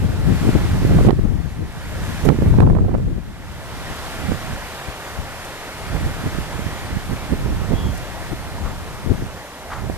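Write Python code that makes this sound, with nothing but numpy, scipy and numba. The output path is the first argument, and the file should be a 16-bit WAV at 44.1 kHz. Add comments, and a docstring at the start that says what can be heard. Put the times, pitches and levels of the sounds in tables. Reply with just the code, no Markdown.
"""Wind rushes through the crown of a conifer above a hand-held camera. From the start, gusts buffet
the two microphone ports and burst into thumps; the hardest, near 1 s and 2.6 s, make the gain control
duck everything. After 3 s the buffeting eases, and dry twigs tick now and then as they touch.
Near 8 s a far bird gives one thin note. Then, as the wind in the tree slackens, a hand brushes
the camera among the last gusts."""
import sys
import numpy as np
from scipy import signal
from scipy.fft import rfft, irfft, next_fast_len
from scipy.io import wavfile
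from scipy.ndimage import uniform_filter1d, map_coordinates
from numba import njit

SR = 44100
rng = np.random.default_rng(int(sys.argv[2]) if len(sys.argv) > 2 else 0)


def wrap_up_sound(samples):
    """Save the sound to the file named by the first command line argument, as 16-bit audio."""
    columns = np.atleast_2d(samples).T
    # keep every value between -1 and 1, then stretch to whole-number steps
    tamed = np.clip(columns, -1, 1)
    steps = np.round(tamed * 32767).astype(np.int16)
    wavfile.write(sys.argv[1], SR, steps)


N = 439677
TIME = np.arange(N) / SR
BURST_TIME = np.arange(-.03, .03, 1 / SR)  # a 60 ms frame centred on a hit

# Levels in the tables are relative; each layer sets its own trim.
# gusts that hit the camera: peak_s, rise_s, left_db, right_db
GUSTS = [(0.02, 0.15, -12.5, -16.5), (0.29, 0.076, -7, -19), (0.48, 0.036, -9, -15.5),
         (0.561, 0.023, -9, -16), (0.73, 0.062, -15, -16.5), (0.96, 0.077, -10, -8), (1.09, 0.024, -7, -2),
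         (1.27, 0.21, -5, -18), (1.6, 0.075, -12, -17), (2.291, 0.035, -22, -4), (2.48, 0.074, -5.5, -7),
         (2.678, 0.11, 4.5, 0.5), (2.83, 0.093, -0.5, 0.5), (3.05, 0.15, -2, -8.5),
         (4.31, 0.066, -30, -18.5), (4.52, 0.083, -29, -24), (5.2, 0.057, -28, -34),
         (5.95, 0.065, -30, -17.5), (6.051, 0.069, -20, -16.5), (6.269, 0.026, -19, -17),
         (6.39, 0.063, -28, -21), (6.63, 0.061, -36, -22.5), (6.94, 0.033, -25, -21.5),
         (7.12, 0.039, -28, -19), (7.33, 0.026, -22, -14), (7.52, 0.17, -24.5, -18),
         (7.732, 0.054, -21.5, -12), (7.87, 0.12, -27, -17.5), (8.33, 0.021, -22, -36),
         (8.65, 0.045, -16, -31), (9.114, 0.037, -9.5, -23.5), (9.22, 0.032, -20, -23.5),
         (9.85, 0.12, -33, -23.5)]
# light air that always moves round the camera: time_s, level_db
BREEZE = [(0, -19.5), (1.85, -25.5), (3.3, -25), (3.9, -31), (4.7, -40), (5.6, -40.5), (6.1, -31.5),
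          (8.9, -32), (9.3, -33), (9.55, -53), (9.97, -32)]
# large, medium and small eddies at a port: frequency_hz, level_db
RUMBLE_EQ = [(10, -43), (25, 0.5), (40, -1.5), (65, 1.5), (100, -1), (160, -5.5), (250, -17), (400, -27.5),
             (800, -69), (2000, -77)]
FLUTTER_EQ = [(40, -17), (110, 1), (190, 5), (320, -0.5), (500, -10.5), (800, -22), (1400, -46),
              (2500, -46), (6000, -77)]
SPUTTER_EQ = [(150, 2), (400, 12), (700, 4), (1100, -4.5), (1700, -18), (2600, -45.5), (6000, -53)]
# eddies that burst on a port: centre_s, level_db, relative_crack_db, side (1 left, -1 right)
THUMPS = [(0.492, 2.5, -19, 1), (0.554, 2, -17.5, 1), (0.85, 1, -17, -1), (1.05, 0, -11, -1),
          (1.088, 8.5, -1.5, -1), (1.095, 10, -3.5, -1), (1.108, 6, -0.5, -1), (1.131, 8, -18, -1),
          (1.191, 5, -16, -1), (2.29, 3, 4, -1), (2.304, 3.5, -10, -1), (2.389, 1, -17.5, -1),
          (2.422, 2, -9, -1), (2.588, 11.5, -14, -1), (2.605, 8.5, 1, -1), (2.667, 3.5, -6, -1),
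          (2.702, 2.5, -2, -1), (2.752, 6.5, -5, -1), (2.943, 8, -8.5, -1), (2.951, 5.5, -3.5, -1),
          (4.32, -4, -9.5, -1), (4.889, -15.5, -37, 1), (5.194, -10, -34.5, 1), (6.388, -9, -19, -1),
          (6.592, -12.5, -18, -1), (6.665, -9.5, -27.5, -1), (6.97, -8, -28, -1), (7.325, -3, -13, -1),
          (7.336, -6, -15.5, -1), (7.462, -7, -17, -1), (9.117, -6, -23, 1), (9.9, -8, -5.5, -1)]
# a thump's midrange crack and the brighter edge that grows on the hardest ones: frequency_hz, level_db
CRACK_EQ = [(300, 3), (900, 12), (1800, 1), (3000, -18), (5000, -34), (14000, -36)]
TEAR_EQ = [(800, -3), (1400, 4), (2100, 0), (3000, -9), (4500, -21), (7000, -24), (14000, -35)]
# strength of the wind in the crown: time_s, level_db
CROWN_WIND = [(0, 0), (0.5, 1), (0.75, -1), (2.2, -0.5), (4.1, 0.7), (5.25, -2.5), (6.3, -0.5), (7.64, -4),
              (8.0, -3), (9.55, -7), (9.97, -7)]
# wind over thick boughs, thin boughs and needles: frequency_hz, level_db
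ROAR_EQ = [(100, -6), (250, -3.5), (450, -1), (620, 1.5), (900, 0.5), (1300, -6), (2000, -34), (4000, -54)]
BOUGH_EQ = [(400, -9), (900, -9.5), (1300, -1), (1850, -0.5), (2500, -5.5), (3500, -9), (6000, -19),
            (14000, -32)]
NEEDLE_EQ = [(600, 2.5), (2000, -3), (3200, 2), (5000, 1.5), (7000, 0.5), (10000, -1.5), (12500, -1.5),
             (14300, -6.5)]
# how alike the tree sounds at the two ports: frequency_hz, likeness (0 wide, 1 or more mono)
TREE_LIKENESS = [(200, 5), (700, 1.15), (1300, 1.6), (2000, 1.16), (3000, 0.29), (8000, -0.0847)]
# where the tree sits in the stereo image: frequency_hz, left_minus_right_db
TREE_PAN = [(700, 0.26), (1900, -1.2), (4000, -.2), (9000, 0.47)]
# dry twigs touching: time_s, level_db
TWIG_TICKS = [(2.2508, -19.5), (2.9781, -28), (3.5174, -27), (4.2094, -27), (5.4494, -25), (7.9494, -27),
              (7.9753, -25)]
# a hand brushing the case: start_s, level_db, rise_s
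HAND_STROKES = [(8.637, -30.5, 0.026), (9.698, -24.5, 0.028), (9.765, -39, 0.018)]
# skin rubbing on the case: frequency_hz, level_db
SKIN_EQ = [(300, -32), (800, 1.5), (1200, 5), (1900, -3), (2800, -16), (6000, -23), (14000, -48)]


def buffeting(port, flutter_db, sputter_db, moderate_db=-15, max_excess_db=4.5):
    """Eddies at one port: faster air adds smaller, brighter and more ragged ones to the rumble."""
    air_db, depth_db = airflow(port)
    excess_db = np.minimum(air_db - moderate_db, max_excess_db)  # drives the brightness
    flap_db = 1.7 * wobble(22)
    rumble = amp(air_db + flap_db - 0.21 + .5 * depth_db) * turbulence(RUMBLE_EQ, steady_s=0.0634)
    ragged = unit(amp(flap_db + 3.33 * wobble(45) + 3.76 * wobble(160)))
    flutter_gain = amp(air_db + flutter_db + 0.15 * excess_db - 1.02 * depth_db)
    flutter = flutter_gain * ragged * turbulence(FLUTTER_EQ, steady_s=0.0405)
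    # the flow tears off the edge of the port in short, separate spurts
    spurts = unit(np.clip(0.39 * wobble(40) + wobble(220) - .2, 0, 1.5))
    sputter_gain = amp(air_db + sputter_db + 1.4 * excess_db)
    sputter = sputter_gain * spurts * turbulence(SPUTTER_EQ, steady_s=0.0135)
    return rumble + flutter + sputter


def airflow(port, fall_ratio=0.91, roundness=1.26, neutral_rise_s=0.094, depth_db_per_octave=3):
    """Air strength and eddy depth in dB: gusts ride a restless breeze, longer ones with deeper eddies."""
    power = amp(automation(BREEZE) + 1.6 * wobble(9)) ** 2
    weighted_octaves = np.zeros(N)
    for peak_s, rise_s, *port_db in GUSTS:
        from_peak = np.maximum(peak_s - TIME, (TIME - peak_s) / fall_ratio) / rise_s
        near = from_peak < 5
        gust_power = (amp(port_db[port]) * np.exp(-from_peak[near] ** roundness)) ** 2
        power[near] += gust_power
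        weighted_octaves[near] += gust_power * np.log2(rise_s / neutral_rise_s)
    return 10 * np.log10(power), depth_db_per_octave * weighted_octaves / power


def turbulence(eq, steady_s):
    """Pressure noise at one port, its slow swings evened out so that the gust sets its strength."""
    noise = coloured(rng.standard_normal(N), eq)
    return noise / np.sqrt(running_power(noise, steady_s) + 1e-6)


def thumps(width_cycles=0.6, thud_hz=392, octaves_per_db=0.0645):
    """An eddy bursts on one port: a swing or two of pressure with a rough crack on top."""
    out = np.zeros((2, N))
    phases = rng.uniform(0, 2 * np.pi, len(THUMPS))
    for (centre_s, level_db, crack_db, side), phase in zip(THUMPS, phases):
        hz = thud_hz * 2 ** (octaves_per_db * crack_db)  # less crack, lower thud
        turns = np.arcsinh(2 * hz * BURST_TIME) / 2 + hz * BURST_TIME / 10  # quickest as the core passes
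        swing = np.exp(1j * (2 * np.pi * turns + phase) - (turns / width_cycles) ** 2 / 2)
        thud = amp(-4) * np.imag(swing + amp(-3.5) * swing ** 2)  # steepened at its height
        crack = amp(crack_db - 4.5) * puff(CRACK_EQ, width_s=0.0014)
        tear = amp(1.5 * crack_db - 11.5) * puff(TEAR_EQ, width_s=0.0013)  # grows faster than the crack
        add(out[int(side < 0)], centre_s - .03, amp(level_db) * (thud + crack + tear))
    return out


def tree(roar_follows=0.44, needles_follow=0.68):
    """Thick boughs roar, thin ones rush, needles hiss; the roar lingers as the wind slackens."""
    wind_db = automation(CROWN_WIND) + .3 * wobble(8)
    roar = amp(roar_follows * wind_db - 35.5) * rush(ROAR_EQ, patchy_db=1.36, lag_ms=0.098)
    boughs = amp(wind_db - 34.5) * rush(BOUGH_EQ, patchy_db=0.9, lag_ms=0.098)
    needles = amp(needles_follow * wind_db - 39.5) * rush(NEEDLE_EQ, patchy_db=1.06, lag_ms=0.073)
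    return roar + boughs + needles


def rush(eq, patchy_db, lag_ms):
    """Airy stereo noise with drifting patches of colour; it reaches the right port first."""
    def width(hz):
        angle = np.arccos(np.clip(along(TREE_LIKENESS, hz), -1, 1)) / 2
        return np.array([np.cos(angle), np.sin(angle)])

    def placement(hz):
        delay = np.exp(1j * np.pi * np.outer([-1, 1], hz) * lag_ms / 1000)
        return pan(along(TREE_PAN, hz)) * delay

    spectra = signal.stft(rng.standard_normal((2, N)), nperseg=512)[2]
    patches = uniform_filter1d(rng.standard_normal(spectra.shape[1:]), size=5, axis=0)  # across pitch
    patches = uniform_filter1d(patches, size=16, axis=1)  # across time
    noise = signal.istft(spectra * amp(patchy_db * patches / patches.std()), nperseg=512)[1][:, :N]
    mid, side = filtered(coloured(noise, eq), width)
    return filtered(np.array([mid + side, mid - side]), placement)


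def twigs():
    """Dry twigs touch, each time in a tiny cluster of bright snaps."""
    out = np.zeros((2, N))
    snap_eq = [(2000, -20), (6000, 2), (11000, 0), (14000, -1)]  # frequency_hz, level_db
    for time_s, level_db in TWIG_TICKS:
        snaps = np.array([puff(snap_eq, width_s=0.0048) for port in range(2)])
        add(out, time_s - .026, amp(level_db - 4.5) * snaps)
    return out


def hand():
    """Skin rubs on the case in quick swells of grainy friction."""
    swells = np.zeros(N)
    for start_s, level_db, rise_s in HAND_STROKES:
        progress = np.maximum(TIME - start_s, 0) / rise_s
        swells += amp(level_db) * progress * np.exp(1 - progress)
    grain = amp(1.6 * wobble(180) - 6.5)
    return swells * grain * coloured(rng.standard_normal(N), SKIN_EQ)


def bird(start_s=7.74, end_s=7.93, pitch_hz=3270, level_db=-41):
    """A far bird's thin, wavering note, blurred by the trees."""
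    wavering_hz = pitch_hz + 30 * wobble(45) + 110 * wobble(500)
    fade = np.interp(TIME, [start_s - .015, start_s + .015, end_s - .07, end_s + .03], [0, 1, 1, 0])
    return amp(level_db + wobble(110)) * fade * np.sin(2 * np.pi * np.cumsum(wavering_hz) / SR)


def gain_control(x, ceiling_db=-5, detect_s=0.013, react_s=0.0055):
    """A blast on either port ducks both, just late enough to let its attack through."""
    power = running_power(x, detect_s).max(axis=0)
    over_db = 10 * np.log10(power + 1e-12) - ceiling_db
    # the gain starts out ducked
    cut_db = ducking(over_db, cut_db=4.5, wait_s=0.19, hold_s=0.5, release_db_per_s=20)
    return x * amp(-np.interp(TIME - react_s, TIME, cut_db))


@njit
def ducking(over_db, cut_db, wait_s, hold_s, release_db_per_s):
    """The gain cut jumps to meet any overshoot, holds, then releases steadily."""
    out = np.zeros(len(over_db))
    wait_samples = wait_s * SR
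    for i in range(len(over_db)):
        wait_samples -= 1
        if over_db[i] > cut_db:
            cut_db, wait_samples = over_db[i], hold_s * SR
        elif wait_samples < 0:
            cut_db = max(cut_db - release_db_per_s / SR, 0.0)
        out[i] = cut_db
    return out


def puff(eq, width_s):
    """A short pressure burst of peak 1, centred in its frame."""
    noise = coloured(rng.standard_normal(len(BURST_TIME)), eq)
    burst = noise * np.exp(-(BURST_TIME / width_s) ** 2 / 2)
    return burst / np.abs(burst).max()


def amp(db):
    """Decibels to gain."""
    return 10 ** (np.asarray(db) / 20)


def unit(x):
    """Scale to rms 1."""
    return x / np.sqrt(np.mean(x ** 2, axis=-1, keepdims=True) + 1e-20)


def running_power(x, window_s):
    """Mean square over a sliding window."""
    return np.abs(uniform_filter1d(x ** 2, int(window_s * SR)))


def along(points, hz):
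    """Read (frequency_hz, value) points on a log axis."""
    frequencies, values = np.transpose(points)
    return np.interp(np.log(hz + 1), np.log(frequencies + 1), values)


def automation(points):
    """A fader ride through (time_s, level_db) points."""
    return np.interp(TIME, *np.transpose(points))


def wobble(rate_hz):
    """A smooth random curve with rate_hz knots a second."""
    return map_coordinates(rng.standard_normal(4096), [TIME * rate_hz], mode="mirror")


def filtered(x, response):
    """Shape x by a response that is a function of frequency."""
    size = x.shape[-1]
    padded = next_fast_len(size + 4096)
    return irfft(rfft(x, padded) * response(np.fft.rfftfreq(padded, 1 / SR)), padded)[..., :size]


def coloured(x, eq):
    """x through an EQ curve, at rms 1."""
    return unit(filtered(x, lambda hz: amp(along(eq, hz))))


def pan(pan_db):
    """Left and right gains of mean power 1."""
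    pair = np.array([amp(pan_db / 2), amp(-pan_db / 2)])
    return pair / np.sqrt(np.mean(pair ** 2, axis=0))


def add(track, start_s, sound):
    """Mix a sound into a track from start_s."""
    start = max(0, round(start_s * SR))
    part = track[..., start:start + sound.shape[-1]]
    part += sound[..., :part.shape[-1]]


def scene():
    """The tree overhead, the far bird, and the air and the hand at the camera."""
    left = buffeting(port=0, flutter_db=-8, sputter_db=-32)
    right = buffeting(port=1, flutter_db=-6, sputter_db=-15.5)
    return tree() + twigs() + bird() + hand() + np.array([left, right]) + thumps()


def record(dry, top_hz=14300):
    """Gain control, peaks rounded off at full scale, then a brick-wall low-pass."""
    levelled = gain_control(dry)
    rounded = levelled / (1 + np.abs(levelled) ** 6) ** (1 / 6)
    return filtered(rounded, lambda hz: hz < top_hz)


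dry = scene()
out = record(dry)
wrap_up_sound(out)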